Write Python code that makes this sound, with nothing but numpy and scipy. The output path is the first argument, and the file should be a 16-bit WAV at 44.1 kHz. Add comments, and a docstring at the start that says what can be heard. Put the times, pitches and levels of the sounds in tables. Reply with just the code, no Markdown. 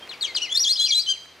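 """Whistling ducks call in an outdoor enclosure: two short falling whistles, a two-note call, then two
overlapping three-note calls. Each is a clear gliding tone with overtones that briefly splits into half-pitch lines.
Walls and rocks throw the calls back over a faint background with a low hum and a few light taps."""
import sys
import numpy as np
from scipy import signal
from scipy.fft import rfft, irfft
from scipy.io import wavfile
from scipy.ndimage import uniform_filter1d

SR = 44100
rng = np.random.default_rng(int(sys.argv[2]) if len(sys.argv) > 2 else 0)


def log_audio(samples):
    """Write samples as a 16-bit WAV file to the path given in sys.argv[1]."""
    # one column per channel
    frames = np.atleast_2d(samples).T
    # limit to full scale, then quantise
    limited = np.clip(frames, -1, 1)
    pcm = np.round(limited * 32767).astype(np.int16)
    wavfile.write(sys.argv[1], SR, pcm)


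N = 61739

# One table per call (s, pitch Hz, level of the fundamental dB)
SOFT_FALL = [(0.092, 4330, -35), (0.122, 3280, -37), (0.142, 2285, -41), (0.16, 2200, -59)]
LOUD_FALL = [(.21, 4540, -24), (.22, 4136, -28.5), (.23, 3787, -18.5), (.24, 3378, -29.5), (.252, 3210, -21), (.268, 2500, -44), (.28, 2210, -39), (.306, 2093, -37.5), (.325, 2040, -43)]
TWO_NOTES = [(0.347, 4887, -33), (0.353, 4880, -24.5), (0.366, 4055, -20.5), (0.373, 3100, -22), (.386, 2783, -30), (0.394, 2338, -51), (.408, 2582, -40.5),
             (0.425, 2952, -23), (0.447, 2893, -28.5), (0.469, 2180, -44.5), (0.485, 2030, -33)]
FIRST_THREE_NOTES = [(.492, 2950, -34.5), (.51, 3310, -33.5), (.529, 3420, -20.5), (.538, 3500, -35.5), (.55, 3570, -23), (.562, 3680, -15), (.569, 4200, -27), (.577, 4316, -10), (.591, 4950, -34), (.598, 5150, -17), (.602, 5700, -22.5), (.629, 5760, -20), (.637, 4900, -28), (.641, 4300, -21.5), (.648, 3480, -20), (.661, 3150, -25), (.678, 3360, -18), (.69, 3660, -22.5), (.697, 4130, -20.5), (.72, 4290, -16.5), (.728, 4780, -19.5), (.746, 5320, -29), (.772, 4700, -29.5), (.788, 3400, -36), (.797, 3160, -24.5), (.812, 3340, -19.5), (.832, 3440, -25.5), (.857, 3310, -26.5), (.872, 2930, -31.5), (.883, 2450, -37.5), (.91, 2230, -32.5)]
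SECOND_THREE_NOTES = [(.758, 2985, -33), (.77, 3422, -28.5), (.78, 4055, -32.5), (.8, 4094, -20.5), (.82, 4005, -23.5), (.838, 4074, -22), (.852, 4130, -17), (.859, 4710, -25.5), (.872, 4892, -23), (.882, 5576, -35), (.888, 5748, -23.5), (.897, 5930, -24), (.903, 5123, -30), (.91, 4465, -16.5), (.919, 3606, -22), (.924, 3281, -17.5), (.939, 3288, -18), (.944, 3750, -25), (.95, 3920, -18), (.965, 4060, -19), (.993, 4046, -18.5), (1.0, 4495, -18), (1.014, 4656, -29.5), (1.023, 5120, -33), (1.042, 4558, -40), (1.056, 3970, -42), (1.065, 3180, -31), (1.073, 2990, -28.5), (1.092, 3162, -21), (1.108, 3181, -20), (1.122, 3100, -20.5), (1.133, 2960, -35.5), (1.15, 2730, -51.5), (1.175, 1960, -51)]
# Each call with its place and tone: (table, left-right dB, octave dB before the throat, dB per further overtone)
CALLS_HEARD = [(SOFT_FALL, 4.8, -11, -9), (LOUD_FALL, 4.4, -6.5, -11.5), (TWO_NOTES, 3.8, -7, -13.5), (FIRST_THREE_NOTES, 2.7, -7.5, -7.5), (SECOND_THREE_NOTES, 4.1, -10.5, -9.5)]
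ATTACK_S, RELEASE_S = 0.0019, 0.028
JITTER, JITTER_HZ, SHIMMER_DB = .005, 400, .8  # fixed
# Stretches where strong and weak cycles alternate (start s, end s, half-pitch lines dB against the fundamental)
SPLITS = [(.37, .39, -20), (.415, .45, -21), (.541, .57, -7), (.678, .717, -11), (.805, .86, -19), (1.088, 1.125, -16)]  # fixed
SPLIT_EDGE_S, SPLIT_STEP_DB = .008, -6  # fixed
# A second oscillation joins one note and adds side lines (start s, end s, rate Hz, dB against the fundamental)
SECOND_TONE = (.977, .998, 1660, -13)  # fixed
# Light taps of bills and feet (s, level dB)
TAPS = [(.0748, -33), (.113, -32), (.235, -33), (.35, -26), (.5226, -36), (.6017, -37), (1.2565, -37)]  # fixed
# Background (Hz, dB per Hz) and its level as it eases off (s, dB)
GROUND = [(25, -43), (55, -13), (200, -4), (350, 2), (700, 0.5), (1400, -1.5), (2500, -1), (4500, -7.5), (8000, -19.5), (12000, -23), (16000, -30)]
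GROUND_DB = [(0, -46), (.45, -46.5), (.65, -51), (.95, -54.5), (1.4, -51.5)]
HUM_HZ, HUM_DB = 79.3, -69.5
# Ring of an earlier whistle (s, dB) and its pitch
RING, RING_HZ, RING_WIDTH_HZ = [(0, -60), (.028, -40), (.05, -52.5), (.2, -102.5)], 3177, 40
# Enclosure: decay (Hz, t60 s) and single echoes (delay s, dB)
DECAY = [(1000, 1.5), (3000, 0.58), (5000, 0.86), (8000, 0.69), (14000, 1.4)]
ECHOES = [(0.019, -17), (.034, -26)]  # fixed
TAIL_DB, TAIL_DELAY_S, NEAR_T60_S = -12.5, 0.0027, 0.13
NEAR_DB = -11  # fixed
TAIL_WIDTH, TAIL_PAN_DB, GROUND_WIDTH = 0.32, 0, 0.18
EDGE_HZ = 15700  # fixed
TIME = np.arange(N) / SR
# Colour of throat and bill (Hz, dB)
THROAT = [(1600, -10), (2100, -8.5), (2900, -2.5), (4200, 7), (6000, -0.5), (7200, -5), (8200, -4.5), (9200, -17), (10300, -7), (11200, -14), (12200, -9), (13300, -18), (14500, -19), (16000, -41)]  # fixed
# The voice cracks across these pitches (Hz); reach of each break, its pull, and the dip in level there
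BREAKS_HZ = [3691, 4430, 5290]
BREAK_WIDTH_HZ, BREAK_PULL = 77, 1.2
# Overtones are weaker at both ends of the range (pitch Hz, dB) and grow with effort (dB per dB above EFFORT_DB)
PURITY = [(2120, -6), (2210, 5), (3100, -2), (4000, 5), (4800, 3), (5800, -2)]  # fixed
BRIGHTEN, EFFORT_DB = 0.38, -15
# Phase between the two microphone ports for the calls (Hz, radians left leads)
PORTS = [(0, 0.85), (3450, -0.37), (4130, -0.75), (8100, 0.88), (11000, -0.07)]
# Stretches where the voice turns hoarse, fluttering and dull (start s, end s, pitch jitter as a share)
HOARSE = [(.345, .362, .008), (.632, .645, .015), (.73, .775, .018), (.86, .915, .032), (1.005, 1.055, .022)]  # fixed
HUM_OCTAVE_DB = -2.5
TAP_DECAY_S, TAP_OCTAVES, TAP_HZ = .0014, .45, 1800  # fixed
HOARSE_HZ, HOARSE_FLUTTER_DB, HOARSE_DULL_DB = 600, 4, -13  # fixed
CRACK_DB = -8  # fixed
AIR = [(1000, -29), (2200, -8.5), (4000, 0), (6000, 0.5), (8500, -8), (12000, -22), (16000, -35)]  # fixed
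AIR_DB = -25.5
OVERTONE_FLUTTER_DB = 3.5  # fixed


def amp(db):
    """Decibels to gain."""
    return 10 ** (np.asarray(db) / 20)


def unit(x):
    """Scales to rms 1."""
    return x / np.sqrt(np.mean(x ** 2) + 1e-20)


def read(points, hz):
    """Reads a spectrum on a log-frequency axis."""
    f, value = np.transpose(points)
    return np.interp(np.log(hz + 1), np.log(f + 1), value)


def noise(colour):
    """Noise of rms 1 whose gain is a function of frequency."""
    return unit(irfft(rfft(rng.standard_normal(N)) * colour(np.fft.rfftfreq(N, 1 / SR)), N))


def wander(hz):
    """Random drift up to a given rate."""
    return noise(lambda f: 1 / (1 + (f / hz) ** 4))  # fixed


def gate(start, end, rise, fall):
    """Smooth on-off envelope."""
    return np.sin(np.pi / 2 * np.clip((TIME - start) / rise + .5, 0, 1) * np.clip((end - TIME) / fall + .5, 0, 1)) ** 2


def pan(db):
    """Left and right gains."""
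    g = amp(np.array([[db / 2], [-db / 2]]))
    return g / g.mean()


def spread(mid, side, width):
    """Stereo from a middle and a side signal."""
    return np.array([mid + width * side, mid - width * side])


def whistle(call, octave_db, step_db):
    """One call: a gliding tone, its overtones, half-pitch lines where the voice splits, and a little air."""
    s, pitch, level = np.transpose(call)
    glide, crack = cracked(uniform_filter1d(np.interp(TIME, s, pitch), size=90))
    hoarse, wobble = hoarseness(glide)
    hz = glide * (1 + JITTER * wander(JITTER_HZ) + wobble)
    fundamental_db = read(THROAT, hz)

    def partial(f):
        """A line that follows f, coloured by the throat."""
        return amp(read(THROAT, f) - fundamental_db) * (f < SR / 2) * np.sin(2 * np.pi * np.cumsum(f) / SR)

    bright_db = octave_db + read(PURITY, hz) + BRIGHTEN * (np.interp(TIME, s, level) - EFFORT_DB) + HOARSE_DULL_DB * hoarse
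    tone = partial(hz) + sum(amp(bright_db + step_db * k + OVERTONE_FLUTTER_DB * wander(HOARSE_HZ)) * partial((k + 2) * hz) for k in range(4))
    split = sum(amp(db) * gate(a, b, SPLIT_EDGE_S, SPLIT_EDGE_S) for a, b, db in SPLITS if leads(call, a))
    tone += split * sum(amp(SPLIT_STEP_DB * abs(k - 1)) * partial((k + .5) * hz) for k in range(5))
    a, b, rate_hz, db = SECOND_TONE
    sides = sum(partial(k * hz + rate_hz) + partial(abs(k * hz - rate_hz)) for k in (1, 2))
    tone += amp(db) * gate(a, b, SPLIT_EDGE_S, SPLIT_EDGE_S) * sides
    tone += amp(AIR_DB) * noise(lambda f: amp(read(AIR, f)))
    flutter_db = (SHIMMER_DB + HOARSE_FLUTTER_DB * hoarse) * np.tanh(wander(JITTER_HZ))
    loudness = amp(np.interp(TIME, s, level) + flutter_db + CRACK_DB * crack)
    return np.sqrt(2) * tone * loudness * gate(s[0], s[-1], ATTACK_S, RELEASE_S)


def leads(call, s):
    """True if this is the oldest call still sounding at time s."""
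    return call is next((c for c, *_ in CALLS_HEARD if c[-1][0] > s), None)


def taps():
    """Short dull knocks on the feeding tray and the ground."""
    out = np.zeros(N)
    for s, db in TAPS:
        age = np.maximum(TIME - s, 0) / TAP_DECAY_S
        out += amp(db) * age * np.exp(1 - age) * noise(lambda f: 1 / (1 + (np.log2((f + 1) / TAP_HZ) / TAP_OCTAVES) ** 2)) / 2
    return out


def background():
    """Soft outdoor wash, a low hum and the dying ring of an earlier whistle."""
    mid, side = (noise(lambda f: amp(read(GROUND, f))) for _ in range(2))
    side = signal.lfilter(*signal.butter(1, 900, "high", fs=SR), side)  # the bass is the same in both ears
    wash = spread(mid, side, GROUND_WIDTH) * amp(np.interp(TIME, *np.transpose(GROUND_DB)))
    hum = amp(HUM_DB) * unit((np.sin(2 * np.pi * HUM_HZ * TIME) + amp(HUM_OCTAVE_DB) * np.sin(4 * np.pi * HUM_HZ * TIME)) * (1 + 0.28 * wander(hz=2.8)))
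    ring = noise(lambda f: 1 / (1 + ((f - RING_HZ) / RING_WIDTH_HZ) ** 2)) * amp(np.interp(TIME, *np.transpose(RING)))
    return wash + hum + ring


def reverb(x, decay, delay_s):
    """Diffuse reflections, each band dying at its own speed."""
    hz, t, z = signal.stft(rng.standard_normal((2, SR)), SR, nperseg=256)
    tail = signal.istft(z * amp(-60 * t / read(decay, hz)[:, None]), SR, nperseg=256)[1][:, :SR]  # fixed
    tail = tail * np.minimum(TIME[:SR] / delay_s, 1) ** 2
    return signal.fftconvolve(x, spread(*tail, TAIL_WIDTH) / np.linalg.norm(tail[0]), axes=1)[:, :N]


def cracked(hz):
    """Pushes the pitch away from the breaks, so that glides climb in steps; also says when the voice is cracking (0-1)."""
    away = (hz[:, None] - np.array(BREAKS_HZ)) / BREAK_WIDTH_HZ
    push = BREAK_PULL * np.tanh(2 * away) * np.exp(-away ** 2 / 2)
    return hz + BREAK_WIDTH_HZ * push.sum(1), np.exp(-(away + push) ** 2 / 2).sum(1)


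def ports(x):
    """Turns the phase of left against right."""
    turn = np.exp(.5j * read(PORTS, np.fft.rfftfreq(N, 1 / SR)))
    return irfft(rfft(x) * np.array([turn, turn.conj()]), N)


def hoarseness(hz):
    """When the high notes are hoarse (0-1), and the fast, irregular wobble of their pitch there."""
    stretches = np.array([gate(a, b, SPLIT_EDGE_S, SPLIT_EDGE_S) for a, b, _ in HOARSE]) * (hz > BREAKS_HZ[0])
    return stretches.sum(0), np.array(HOARSE)[:, 2] @ stretches * wander(HOARSE_HZ)


def scene():
    """The ducks, slightly left, with their echoes, over the background."""
    ducks = sum(whistle(call, *tone) * pan(db) for call, db, *tone in CALLS_HEARD)
    mono = ducks.mean(0)[None]
    echoes = sum(amp(db) * np.pad(ducks, ((0, 0), (round(s * SR), 0)))[:, :N] for s, db in ECHOES)
    near = amp(NEAR_DB) * reverb(ducks, [(4000, NEAR_T60_S)], delay_s=0.0023)
    far = amp(TAIL_DB) * reverb(mono, DECAY, TAIL_DELAY_S) * pan(TAIL_PAN_DB)
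    return ports(ducks + echoes + near) + far + taps() + background()


def record(dry):
    """The recorder's band limit."""
    return signal.oaconvolve(dry, signal.firwin(511, EDGE_HZ, window=("kaiser", 9), fs=SR)[None], "same")  # fixed


dry = scene()
out = record(dry)
log_audio(out)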